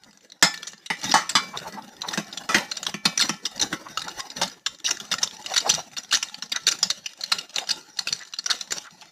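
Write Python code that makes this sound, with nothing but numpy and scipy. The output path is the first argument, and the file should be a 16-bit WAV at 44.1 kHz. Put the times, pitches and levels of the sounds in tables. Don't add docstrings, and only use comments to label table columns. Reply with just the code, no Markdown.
import sys
import numpy as np
from scipy import signal
from scipy.fft import irfft
from scipy.io import wavfile
from scipy.ndimage import uniform_filter1d

SR = 44100
rng = np.random.default_rng(int(sys.argv[2]) if len(sys.argv) > 2 else 0)


def unload_audio(sound):
    columns = np.transpose(np.atleast_2d(sound))
    steps = np.round(np.clip(columns, -1, 1) * 32767)
    wavfile.write(sys.argv[1], SR, steps.astype(np.int16))


N = 401751
TIME = np.arange(N) / SR
BINS = np.fft.rfftfreq(4096, 1 / SR)

# (time [s], length [s], relative level [dB], squeak pitch [Hz])
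KNOB_SLIPS = [(.319, 0.0029, -36.5, 3940), (0.539, 0.0049, -30.5, 1910), (0.574, 0.0064, -37, 3980),
              (0.629, 0.0014, -26.5, 3440), (0.669, 0.016, -34, 6060), (0.86, 0.0026, -30.5, 3820),
              (1.04, .0024, -24, 6050), (1.111, .013, -24, 5680), (1.292, 0.007, -23, 7580),
              (1.572, 0.0028, -25.5, 3890), (2.017, 0.0023, -24, 4040), (2.084, .0025, -25.5, 3990),
              (2.136, 0.014, -31.5, 1780), (2.326, 0.0025, -30.5, 3840), (2.373, 0.0033, -25, 3300),
              (2.716, 0.0024, -21, 4270), (2.767, 0.0094, -29.5, 5700), (2.829, 0.0036, -26.5, 6700),
              (2.864, 0.0077, -22.5, 3380), (3.053, 0.01, -16.5, 4284), (3.175, 0.005, -17, 5700),
              (3.193, 0.048, -21.5, 4290), (3.452, 0.018, -26, 5060), (3.595, 0.0036, -22, 4090),
              (3.612, 0.023, -21.5, 6080), (3.973, 0.0011, -14.5, 1290), (4.017, .003, -27, 3930),
              (4.08, 0.0028, -29, 1355), (4.191, 0.018, -31, 1085), (4.301, 0.0035, -32, 3950),
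              (4.413, 0.029, -26.5, 5590), (4.661, 0.012, -22, 3595), (4.843, 0.065, -27, 5800),
              (4.907, 0.0055, -18, 5660), (4.999, 0.0058, -32, 3440), (5.114, 0.017, -23.5, 3680),
              (5.138, 0.0048, -22.5, 1357), (5.182, 0.0063, -29.5, 1870), (5.229, 0.013, -19, 5490),
              (5.46, 0.0043, -27, 2890), (5.537, 0.011, -26.5, 3810), (5.562, .005, -16.5, 4540),
              (5.575, .011, -17, 3800), (5.602, 0.0044, -26, 4700), (5.691, 0.014, -16.5, 5850),
              (5.707, 0.022, -26.5, 4290), (5.966, 0.025, -31, 3620), (6.109, 0.01, -29.5, 2940),
              (6.124, 0.041, -20, 4350), (6.226, 0.0058, -21.5, 5740), (6.342, 0.0032, -30, 4510),
              (6.423, 0.002, -22.5, 5410), (6.517, 0.01, -23, 4660), (6.559, .0064, -23, 6110),
              (6.667, 0.03, -18.5, 5930), (6.711, 0.018, -25, 4810), (6.828, 0.0067, -14, 5030),
              (6.9, 0.0088, -19.5, 4160), (7.058, 0.0078, -27, 2924), (7.208, 0.0055, -31.5, 4310),
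              (7.236, 0.002, -19.5, 4250), (7.318, 0.009, -15.5, 4160), (7.384, 0.0083, -26.5, 2860),
              (7.559, 0.0016, -16, 4030), (7.582, 0.0014, -15, 3650), (7.689, 0.0081, -25, 4840),
              (7.705, 0.015, -21.5, 4850), (7.988, 0.0052, -19.5, 4344), (8.071, 0.0025, -20, 2660),
              (8.083, 0.012, -29.5, 4540), (8.125, 0.0037, -16, 4470), (8.335, 0.0069, -31, 3970),
              (8.386, 0.0051, -24, 4270), (8.459, 0.0082, -24, 5700), (8.5, 0.019, -20.5, 4400),
              (8.609, 0.0048, -26.5, 3910), (8.707, 0.0029, -26.5, 6180), (8.719, 0.0024, -17, 7220)]


def amp(db):
    return 10 ** (np.asarray(db) / 20)


def unit(x):
    return x / np.sqrt(np.sum(x ** 2) + 1e-20)


def unit_rms(x):
    return unit(x) * np.sqrt(len(x))


def curve_at(points, hz):
    f, value = np.transpose(points)
    return np.interp(np.log(hz + 1), np.log(f), value)


def add(mix, s, sound):
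    part = mix[max(round(s * SR), 0):][:len(sound)]
    part += sound[:len(part)]


def coloured(x, db):
    log_gain = np.log(amp(np.r_[db, db[-2:0:-1]]))
    response = np.exp(np.conj(signal.hilbert(log_gain)))
    return signal.oaconvolve(x, irfft(response[:len(BINS)]))[:len(x)]


def grit(size, spread_db):
    sign, strength = rng.standard_normal((2, size))
    return unit_rms(sign * amp(spread_db * np.clip(strength, -3, 3)))


def stick_slip(hz, size, jitter, wander_samples):
    wander = unit_rms(uniform_filter1d(rng.standard_normal(size), wander_samples))
    cycles = np.cumsum(hz * (1 + jitter * wander)) / SR
    return np.sin(2 * np.pi * (cycles + rng.random()))


def moving_contact(x, depth_db, window, frames):
    spectra = signal.stft(x, nperseg=window)[2]
    patches = uniform_filter1d(rng.standard_normal(spectra.shape), size=3, axis=0)
    patches = uniform_filter1d(patches, frames, axis=1)
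    flare = amp(depth_db * np.clip(patches / patches.std(), -2, 2))
    return signal.istft(spectra * flare, nperseg=window)[1][:len(x)]


def hand_pressure(depth_db, size):
    slow = uniform_filter1d(uniform_filter1d(rng.standard_normal(N), size), size // 2)
    return unit_rms(amp(depth_db * unit_rms(slow)))


def swells(rows, fall_db_per_s):
    power, t = np.zeros(N + SR), np.arange(-SR // 2, SR // 2) / SR
    for s, growth, db in rows:
        add(power, s, amp(db + np.minimum(growth * t, -fall_db_per_s * t)) ** 2)
    return np.sqrt(power[SR // 2:][:N])


def knob_colour():
    # (frequency [Hz], level [dB])
    friction = [(60, -23.5), (200, -19.5), (800, -10.5), (1700, 0), (2400, -4), (4000, -1), (6000, -2),
                (8000, -7.5), (8600, -13.5), (10000, -14), (11200, -26.5), (12200, -17), (15000, -28.5)]
    # (frequency [Hz], width [Hz], lift [dB])
    resonances = [(1381, 56, 9), (2850, 210, 8), (3703, 320, 8.5), (4355, 246, 9.5), (5000, 150, 8.5),
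                  (5856, 545, 11), (7140, 58, 13.5)]
    lift = sum(db / (1 + (2 * (BINS - hz) / width) ** 2) for hz, width, db in resonances)
    return curve_at(friction, BINS) + lift


def room(x):
    # (frequency [Hz], t60 [s])
    decay_times = [(150, 0.64), (1000, 0.11), (5000, 0.054), (14000, 0.6)]
    reflections = rng.choice([-1., 1.], SR // 2) * (rng.random(SR // 2) < 3000 / SR)
    hz, t, spectra = signal.stft(reflections, SR, nperseg=256)
    decay = np.exp(-np.log(1000) * t / curve_at(decay_times, hz)[:, None])
    tail = signal.istft(spectra * decay, SR, nperseg=256)[1]
    return signal.oaconvolve(x, unit(np.r_[np.zeros(SR // 200), tail]))[:N]


def sliding():
    # (time [s], relative level [dB])
    resting_hand = [(0, -57), (.4, -66.5), (.8, -62.5), (1.7, -47), (1.92, -62), (3.4, -59), (4.15, -49.5),
                    (4.62, -71), (4.9, -57.5), (5.42, -51), (5.93, -55.5), (9.1, -58)]
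    # (time of peak [s], growth [dB/s], relative level [dB])
    shoves = [(1.13, 89.5, -37), (1.58, 139, -49.5), (2.16, 98, -39.5), (2.58, 153, -37.5),
              (3.67, 91, -41.5), (4.43, 197, -36.5), (5.75, 53, -37.5), (8.77, 204, -43)]
    # (time [s], trim on the rub [dB])
    rim_drag = [(0, -2), (1.1, -7.5), (1.7, 1.5), (2.6, -1.5), (3.9, -1), (5.7, -6), (6.9, -8.5),
                (9.1, -8.5)]
    # (frequency [Hz], level [dB])
    rub_spectrum = [(25, -23), (110, -11.5), (180, 1), (300, -3.5), (420, -7.5), (850, -3.5), (1100, -11.5),
                    (1900, -10.5), (3200, -29)]
    touch = amp(np.interp(TIME, *np.transpose(resting_hand)))
    drag = amp(np.interp(TIME, *np.transpose(rim_drag)))
    shove = swells(shoves, fall_db_per_s=215)
    creep_db_per_s = 693
    glides = [(s + length, creep_db_per_s, db - 20.5 + 6 * np.log10(length / 0.021))
              for s, length, db, _ in KNOB_SLIPS]
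    glide = swells(glides, fall_db_per_s=170)
    hand = np.hypot(touch, shove)
    scrape_gain = amp(6) * np.hypot(hand, glide)
    rub_gain = amp(4) * np.hypot(amp(3.5) * hand, glide) * drag

    ticks_per_s, tick_decay_s = 24, 0.0035
    catches = (rng.random(N) < ticks_per_s / SR) * amp(3 * np.minimum(rng.exponential(1, N), 2))
    ticks = unit_rms(signal.lfilter([1], [1, -np.exp(-1 / (tick_decay_s * SR))], catches))
    pressure = hand_pressure(depth_db=4.5, size=1100)
    steady = unit_rms(moving_contact(grit(N, spread_db=3), depth_db=5.5, window=512, frames=10))
    stray = unit_rms(moving_contact(grit(N, spread_db=3), depth_db=7, window=256, frames=4))
    scrape = unit_rms(coloured(steady * pressure + 1.04 * stray * ticks, knob_colour()))
    rim_grit = moving_contact(grit(N, spread_db=2), depth_db=6, window=1024, frames=6)
    rub = unit_rms(coloured(rim_grit * pressure, curve_at(rub_spectrum, BINS)))
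    return scrape_gain * scrape, rub_gain * rub


def glass_groans():
    # (time of middle [s], length [s], peak level [dB], pitch [Hz])
    groans = [(1.552, 0.029, -32.5, 1032), (1.662, 0.03, -36, 874), (1.787, 0.042, -35.5, 874),
              (2.05, 0.027, -32, 964), (2.126, .04, -38.5, 880), (3.869, 0.022, -37.5, 1100),
              (4.079, 0.025, -35.5, 915), (5.518, 0.025, -32.5, 740), (5.668, 0.027, -24, 753),
              (5.788, .027, -33, 748), (6.565, 0.03, -31, 1500), (7.625, .044, -39.5, 742),
              (8.22, 0.034, -41.5, 1650), (8.51, 0.027, -26, 1464), (8.866, 0.044, -44, 1400)]
    out = np.zeros(N)
    for s, length, db, hz in groans:
        size = int(3 * length * SR)
        octaves = np.log2((BINS + 1) / hz)
        resonance_db = -10 * np.log10(1 + (octaves / 0.17) ** 2) - 3 * np.minimum(octaves ** 2, 10)
        rough = unit_rms(coloured(grit(size, spread_db=5), resonance_db))
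        tone = stick_slip(hz, size, jitter=0.054, wander_samples=70)
        add(out, s - size / SR / 2, amp(db) * unit_rms(rough + .5 * tone) * np.hanning(size) ** 3)
    return out


def lid_ring(bending, rattling):
    # (frequency [Hz], relative level [dB], t60 [s])
    lid_modes = [(333, -20.5, 0.98), (908, 11, 0.053), (1337, 2.5, 0.26), (1500, -5.5, 0.29),
                 (1760, -5, 0.57), (1987, 16, 0.11), (2102, 11, 0.13), (2360, -33, 0.13), (2320, 0, 0.53),
                 (2770, -7, 0.3), (3010, 9, 0.19), (3630, 7.5, 0.18), (5220, -16, 0.4), (5200, 4, 0.21),
                 (5600, 11.5, 0.071), (7600, -13, 0.31)]
    t = np.arange(SR // 2) / SR
    strong = sum(amp(db) * np.exp(-np.log(1000) * t / t60) * np.sin(2 * np.pi * hz * t)
                 for hz, db, t60 in lid_modes)
    metal_modes = rng.uniform((750, 0, 0), (7600, 1, 1), (110, 3))
    faint = sum(gain * np.sin(2 * np.pi * (hz * t + phase)) for hz, phase, gain in metal_modes)
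    faint *= np.exp(-t / 0.039)
    return (signal.oaconvolve(bending, unit(strong)) + signal.oaconvolve(rattling, unit(faint)))[:N]


def rim_knocks():
    # (time [s], rim level [dB], thud level [dB], chatter t60 [s])
    knocks = [(.425, -13, -25, .13), (0.733, -48, -52, 0.045), (0.902, -26, -33.5, 0.11),
              (1.140, -15.5, -27.5, 0.22), (1.353, -16.5, -33, 0.12), (2.175, -28, -24.5, 0.068),
              (2.491, -25.5, -40, 0.35), (2.545, -18, -23, 0.099), (2.942, -34, -30.5, 0.056),
              (3.054, -22, -24.5, 0.084), (3.293, -26, -27, 0.047), (3.728, -30.5, -34.5, 0.048),
              (4.415, -26, -36, 0.091), (9.019, -47, -70, 0.09)]
    # (frequency [Hz], level [dB])
    rim_spectrum = [(40, -30.5), (115, -18.5), (170, -10.5), (450, -9.5), (850, 3), (2000, -0.5),
                    (4300, -4.5), (6000, -5), (8500, -17), (15000, -35)]
    # (frequency [Hz], width [Hz], level [dB])
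    pot_modes = [(189.4, 69, 0.5), (298, 160, -8.5)]
    rim, pot, strikes = np.zeros((3, N))
    t = np.arange(SR // 3) / SR
    pot_response = sum(amp(db) / (1 + (2 * (BINS - hz) / width) ** 4) for hz, width, db in pot_modes)
    pot_colour = 20 * np.log10(pot_response + 1e-4)
    for s, rim_db, thud_db, t60 in knocks:
        rattle = moving_contact(grit(len(t), spread_db=4), depth_db=6, window=512, frames=24)
        chatter = unit(rattle * np.exp(-np.log(1000) * t / t60))
        contact = unit(grit(len(t), spread_db=-4.5) * np.exp(-t / 0.0011))
        strength = amp(rim_db) * np.sqrt(0.037 * SR)
        add(rim, s, strength * unit(coloured(chatter + 0.18 * contact, curve_at(rim_spectrum, BINS))))
        add(strikes, s, [strength])
        thud = unit(coloured(rng.standard_normal(len(t)) * np.exp(-t / 0.013), pot_colour))
        add(pot, s, amp(thud_db) * np.sqrt(0.014 * SR) * thud)
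    return rim, pot, strikes


def knob_slips(size=4096):
    favoured_hz, favoured_width_hz = 4240, 250
    rise_s, damping_s = 0.0023, 0.0047
    out, t, colour = np.zeros(N), np.arange(size) / SR, knob_colour()
    for s, length, db, hz in KNOB_SLIPS:
        favour = np.exp(-((hz - favoured_hz) / favoured_width_hz) ** 2)
        squeak_share = (0.46 + 0.33 * favour) * np.exp(-length / 0.03)
        force = np.minimum(t / rise_s, 1) * np.exp(-np.maximum(t - 0.78 * length, 0) / damping_s)
        force *= amp(2.5 * unit_rms(uniform_filter1d(rng.standard_normal(size), size=90)))
        grains = moving_contact(grit(size, spread_db=3), depth_db=6, window=256, frames=4)
        rasp = unit(coloured(force * grains, colour))
        squeak = unit(force * stick_slip(hz, size, jitter=0.044, wander_samples=50))
        slip = np.sqrt(1 - squeak_share) * rasp + np.sqrt(squeak_share) * squeak
        add(out, s, amp(db + 2.5) * np.sqrt(length * SR) * slip)
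    return out


def scene():
    rim, pot, strikes = rim_knocks()
    scrape, rub = sliding()
    knob = knob_slips() + scrape
    glass = glass_groans() + rub
    bending = amp(-13) * (strikes + rim) + amp(-18) * glass + amp(-24) * knob
    rattling = amp(-16) * rim + amp(-20.5) * knob
    direct = rim + pot + knob + glass + lid_ring(bending, rattling)
    return (direct + amp(-16.5) * room(direct))[None]


def record(dry):
    ceiling, cutoff_hz = 0.7, 15200
    limited = dry / (1 + (dry / ceiling) ** 4) ** (1 / 4)
    lowpass = signal.firwin(401, cutoff_hz, window=("kaiser", 8), fs=SR)
    return signal.oaconvolve(limited, lowpass[None], "same")


dry = scene()
out = record(dry)
unload_audio(out)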